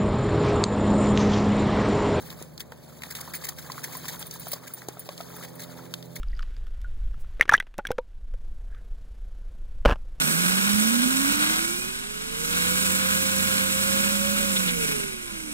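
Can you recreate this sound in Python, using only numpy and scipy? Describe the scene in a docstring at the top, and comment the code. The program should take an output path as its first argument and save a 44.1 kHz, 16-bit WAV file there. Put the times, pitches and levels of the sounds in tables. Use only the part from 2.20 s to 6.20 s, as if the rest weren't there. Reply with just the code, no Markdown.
"""Spray patters and pebbles click, then wet fur swishes and slaps: two dogs shake themselves in turn
on a riverbank. Each whip of a coat throws a sheet of droplets, each a brief damped oscillation.
Paws set pebbles and the hollows under cobbles ringing, and a metal collar tag chinks in close modes.
Far engines drone over light wind and river noise; cross-subtraction widens two close microphone ports."""
import sys
import numpy as np
from scipy.fft import rfft, irfft, next_fast_len
from scipy.io import wavfile
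from scipy.ndimage import map_coordinates

SR = 44100
rng = np.random.default_rng(int(sys.argv[2]) if len(sys.argv) > 2 else 0)


def wrap_up_sound(samples):
    """Save the sound to the file named by the first command line argument, as 16-bit audio."""
    columns = np.atleast_2d(samples).T
    # keep every value between -1 and 1, then stretch to whole-number steps
    tamed = np.clip(columns, -1, 1)
    steps = np.round(tamed * 32767).astype(np.int16)
    wavfile.write(sys.argv[1], SR, steps)


N = 176400
TOP_HZ = 15800  # upper band limit

# Gain at the two ports, left row then right: level/dB
PORT_GAINS = [
    [3],
    [-5],
]
# Spectral shape of wind and river: f/Hz, level/dB
AIR_SPECTRUM = [(50, -19), (80, 6.5), (150, 7.5), (600, 5), (1200, -9.5), (15000, -37)]
# Course of the engines: t/s, low engine level/dB, high engine level/dB, high engine rotation f/Hz
ENGINE_COURSE = [(0, -48.5, -49.5, 42.17), (.5, -49, -57.5, 43.57), (2.25, -49, -49, 42.61),
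                 (2.55, -64, -55.5, 42.51), (3.3, -55, -46.5, 42.8)]
# Partials of the low engine: harmonic number, level/dB
LOW_HARMONICS = [(3, -10.5), (6, -4), (9, -11)]
# Partials of the high engine: harmonic number, level/dB
HIGH_HARMONICS = [(3, -4), (4, -3.5), (6, -10), (8, -12.5), (10, -12.5), (12, -10.5), (14, -13)]
# Spectral weighting of fine droplets: f/Hz, level/dB
DROPLET_SPECTRUM = [(400, -5), (1400, -5.5), (5000, -0.5), (12000, 3), (15000, 7.5)]
# Falling spray: t/s, drop level/dB, mist level/dB
SPRAY_LEVELS = [(0, -57.5, -48.5), (.47, -73, -63), (1.05, -53, -46.5), (1.33, -57, -50.5),
                (1.8, -52.5, -46), (2.3, -60.5, -47.5), (2.37, -59, -54.5), (2.93, -64.5, -52),
                (3.2, -50, -47), (3.33, -59.5, -52.5), (3.65, -56, -52.5), (3.76, -70, -56.5)]
# Loose cobbles rocking over hollows: t/s, level/dB, f/Hz, decay time/s
COBBLE_KNOCKS = [(.214, -30.5, 400, 0.0023), (.52, -34.5, 480, 0.0042), (1.076, -37.5, 990, .003),
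                 (1.499, -30.5, 1040, 0.0027), (1.579, -34, 1140, 0.0018), (1.751, -36, 1030, 0.0053),
                 (2.268, -31, 686, 0.0025), (2.333, -30.5, 593, 0.0044), (2.686, -25, 391, 0.0024),
                 (2.77, -36.5, 680, 0.0023), (2.889, -28.5, 584, .0045), (3.004, -30.5, 676, 0.0047)]
# Pebbles clicking under paws: t/s, level/dB, f/Hz
PEBBLE_CLICKS = [(.103, -28.5, 3440), (.126, -35.5, 1910), (0.2248, -27.5, 8100), (0.378, -30.5, 3870),
                 (0.405, -24, 3400), (0.52, -33.5, 1600), (.82, -30, 2300), (.835, -25, 2300),
                 (.951, -26, 3430), (1.519, -24, 4600), (1.855, -28.5, 2300), (2.027, -26, 3220),
                 (2.111, -25.5, 6340), (2.6184, -33, 1820), (2.6855, -23, 7400), (2.89, -27, 3260),
                 (2.978, -28.5, 3970), (3.009, -31.5, 3600), (3.739, -20, 3400), (3.8265, -32, 3700)]
# Touches of the collar tag: t/s, level/dB, upper mode f/Hz
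TAG_CHINKS = [(1.152, -31, 15300), (1.768, -33.5, 14600), (1.992, -34, 14500), (2.066, -36.5, 14500),
              (2.138, -40, 14920), (2.196, -35.5, 15000), (2.282, -35, 14800), (2.316, -29, 15100),
              (2.5362, -30, 14800), (2.7935, -33.5, 14900), (3.163, -41, 14900), (3.353, -44, 14900)]
# Whips of wet fur: t/s, duration/s, droplet sheet level/dB, splat level/dB
FUR_SWISHES = [(0.395, 0.019, -39.5, -47.5), (.901, 0.023, -38.5, -54), (.95, 0.023, -35, -49.5),
               (1.005, 0.0065, -35, -60), (1.135, 0.0051, -29.5, -37), (1.15, 0.014, -37, -50.5),
               (1.237, 0.033, -35.5, -45.5), (1.285, 0.0065, -32.5, -67), (1.384, 0.011, -36.5, -47.5),
               (1.632, 0.014, -35, -47.5), (1.721, 0.038, -40, -56), (1.881, 0.013, -31, -46),
               (2.308, .014, -37, -52), (2.33, 0.0094, -31.5, -65), (2.468, 0.017, -43.5, -51),
               (3.226, 0.025, -44, -50.5), (3.393, 0.049, -42.5, -58.5), (3.955, .01, -36, -46.5)]


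def amp(db):
    """Amplitude ratio of a level in decibels."""
    return 10 ** (np.asarray(db) / 20)


def unit(x):
    """Normalisation to rms 1."""
    return x / np.sqrt(np.mean(x ** 2) + 1e-20)


def curves(rows):
    """Linear interpolation in time of each column after the first."""
    s, *cols = np.transpose(rows)
    return [np.interp(np.arange(N) / SR, s, c) for c in cols]


def wobble(rate):
    """Spline interpolation of random knots, rate per second."""
    knots = rng.standard_normal(int(N * rate / SR) + 4)
    return map_coordinates(knots, [np.arange(N) * rate / SR])


def filtered(x, response):
    """Linear filtering: the spectrum times a frequency response."""
    m = next_fast_len(x.shape[-1] + 8192)
    return irfft(rfft(x, m) * response(np.fft.rfftfreq(m, 1 / SR)), m)[..., :x.shape[-1]]


def coloured(x, points):
    """Spectral shaping by (f/Hz, level/dB) points, to rms 1."""
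    f, db = np.transpose(points)
    return unit(filtered(x, lambda hz: amp(np.interp(np.log(hz + 1), np.log(f), db))))


def mode(hz, t):
    """Simple harmonic motion with random phase."""
    return np.sin(2 * np.pi * (hz * t + rng.uniform()))


def add(out, s, x):
    """Superposition of x on out, from s seconds."""
    i = max(0, round(s * SR))
    out[:, i:i + x.shape[-1]] += x[..., :N - i]


def wind_and_river(level_db=-53, side_db=-2):
    """Broadband noise, gently modulated; sum and difference spread it in stereo."""
    air = amp(1.2 * wobble(6)) * coloured(rng.standard_normal((2, N)), AIR_SPECTRUM)
    mid, side = air * amp([[0], [side_db]])
    return amp(level_db) * np.array([mid + side, mid - side])


def engine(hz, harmonics, level_db, drift=0.00392, fade_db=2, wander_rad=0.91):
    """Harmonics of a rotation rate, each fading and wandering in phase on its long path."""
    turn = 2 * np.pi * np.cumsum(hz * (1 + drift * wobble(3))) / SR
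    out = np.zeros((2, N))
    for k, db in harmonics:
        gain = np.sqrt(2) * amp(db + fade_db * wobble(4.25))
        wander = wander_rad * np.array([wobble(5.205), wobble(4.88)])
        out += gain * np.sin(k * turn + wander)
    return amp(level_db) * out


def far_engines(low_hz=25.62):
    """Level differences place the low drone to the left and the high one to the right."""
    low_db, high_db, high_hz = curves(ENGINE_COURSE)
    low = engine(low_hz, LOW_HARMONICS, low_db) * amp([[1], [-1]])
    high = engine(high_hz, HIGH_HARMONICS, high_db) * amp([[-3], [3]])
    return low + high


def drops(count, centre_hz, octaves, cycles, spread_db):
    """Random impacts as damped sinusoids; the phase difference between ports grows with frequency."""
    t = np.arange(SR // 160) / SR
    pitch, strength, bearing = np.clip(rng.standard_normal((count, 3)), -2, 2).T[..., None]
    hz = np.minimum(centre_hz * 2 ** (octaves * pitch), SR / 2)
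    fade = amp(spread_db * strength) * np.exp(-hz * t / cycles)
    shift = 2 * bearing * hz / TOP_HZ
    at = (rng.integers(0, N, (count, 1)) + np.arange(len(t))).ravel()
    ports = [fade * np.sin(2 * np.pi * hz * t + side * shift) for side in (1, -1)]
    return unit(np.array([np.bincount(at, rings.ravel(), N)[:N] for rings in ports]))


def droplets(count, hiss, cycles):
    """Fine droplets ring at high frequencies, ticking over a noise continuum."""
    ticks = drops(count, centre_hz=5938, octaves=0.929, cycles=cycles, spread_db=1)
    return coloured(ticks + hiss * rng.standard_normal((2, N)), DROPLET_SPECTRUM)


def spray(surge_db=2.53):
    """Big drops and fine mist strike the stones in quick surges, summing incoherently to a patter."""
    drops_db, mist_db = curves(SPRAY_LEVELS)
    surge = surge_db * wobble(45)
    patter = drops(count=3000, centre_hz=1172, octaves=0.69, cycles=2.9, spread_db=6)
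    mist = amp(PORT_GAINS) * droplets(count=9000, hiss=0.78, cycles=12.3)
    return amp(drops_db + surge) * patter + amp(mist_db + surge) * mist


def cobbles(rise_s=0.00096, upper_db=-9, upper_ratio=1.896, scrape_db=-17, scrape_s=0.017):
    """Cavity resonance: a cobble tips, the hollow beneath rings in two modes, and sand scrapes."""
    out, t = np.zeros((2, N)), np.arange(SR // 20) / SR
    for s, db, hz, decay_s in COBBLE_KNOCKS:
        swell = (1 - np.exp(-(t / rise_s) ** 2)) * np.exp(-t / decay_s)
        ring = swell / swell.max() * (mode(hz, t) + amp(upper_db) * mode(upper_ratio * hz, t))
        sand = filtered(rng.standard_normal((2, len(t))), lambda f: f * hz / (hz ** 2 + f * f))
        scrape = unit(sand) * np.exp(-t / scrape_s)
        add(out, s, amp(db) * (ring + amp(scrape_db) * scrape))
    return out


def pebbles(ring_s=0.0027, crack_s=0.0007, crack_db=-10, grit_s=0.014, grit_db=-13, damping=0.39):
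    """Impact excites a heavily damped resonance, with a crack and a little shifting grit."""
    out, t = np.zeros((2, N)), np.arange(SR // 20) / SR
    crack_fade = np.exp(-t / crack_s) + amp(grit_db) * np.exp(-t / grit_s)
    for s, db, hz in PEBBLE_CLICKS:
        burst = rng.standard_normal((2, len(t))) * np.exp(-t / ring_s)
        width_hz = damping * hz
        ring = filtered(burst, lambda f: 1j * f * width_hz / (hz ** 2 - f * f + 1j * f * width_hz))
        ring /= abs(ring).max(axis=1, keepdims=True)
        crack = rng.standard_normal((2, len(t))) * crack_fade
        add(out, s, amp(db) * (ring + amp(crack_db) * crack))
    return out


def collar_tag(ring_s=0.0089, attack_s=0.00051, low_hz=9400, detune_hz=90, split_hz=140):
    """Two pairs of close modes beat, damped and detuned by the coat, as the tag rasps on its ring."""
    out, t = np.zeros((2, N)), np.arange(SR // 10) / SR
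    fade = (1 - np.exp(-t / attack_s)) * np.exp(-t / ring_s)
    pair = lambda hz: mode(hz, t) + amp(-8) * mode(hz + split_hz, t)
    for s, db, hz in TAG_CHINKS:
        rasp = amp(-12) * rng.standard_normal((2, len(t)))
        upper = pair(hz)
        lower = amp(-5) * pair(low_hz + detune_hz * rng.normal())
        add(out, s, amp(db) * fade * (upper + lower + rasp))
    return out


def wet_fur(attack_s=0.0015, release_s=0.0072, flutter_db=3):
    """Inertia throws a sheet of droplets off each whip of the coat; clumped hair adds a lower splat."""
    out, t = np.zeros((2, N)), np.arange(N) / SR
    sheet = droplets(count=6000, hiss=1, cycles=11.7)
    splat = drops(count=2500, centre_hz=2107, octaves=0.16, cycles=3.7, spread_db=4.5)
    for s, duration, sheet_db, splat_db in FUR_SWISHES:
        attack = np.clip((t - s) / attack_s, 0, 1)
        release = np.exp(-np.maximum(t - s - duration, 0) / release_s)
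        out += attack * release * (amp(sheet_db) * sheet + amp(splat_db) * splat)
    return amp(flutter_db * wobble(160)) * out


def scene():
    """Superposition of all sources at the two ports."""
    dogs = amp(-1.5) * amp(PORT_GAINS) * (wet_fur() + pebbles() + collar_tag())
    return dogs + cobbles() + spray() + wind_and_river() + far_engines()


def record(dry, share=0.92, cross_hz=650, delay_s=15.85 / SR, wind_cut_hz=62):
    """Differential widening: each side loses the other's delayed treble; the band is then limited."""
    treble = lambda hz: share * hz ** 4 / (hz ** 4 + cross_hz ** 4)
    cross = filtered(dry[::-1], lambda hz: treble(hz) * np.exp(-2j * np.pi * hz * delay_s))
    passband = lambda hz: (hz < TOP_HZ) * hz ** 2 / np.hypot(hz ** 2, wind_cut_hz ** 2)
    return filtered(dry - cross, passband)


dry = scene()
out = record(dry)
wrap_up_sound(out)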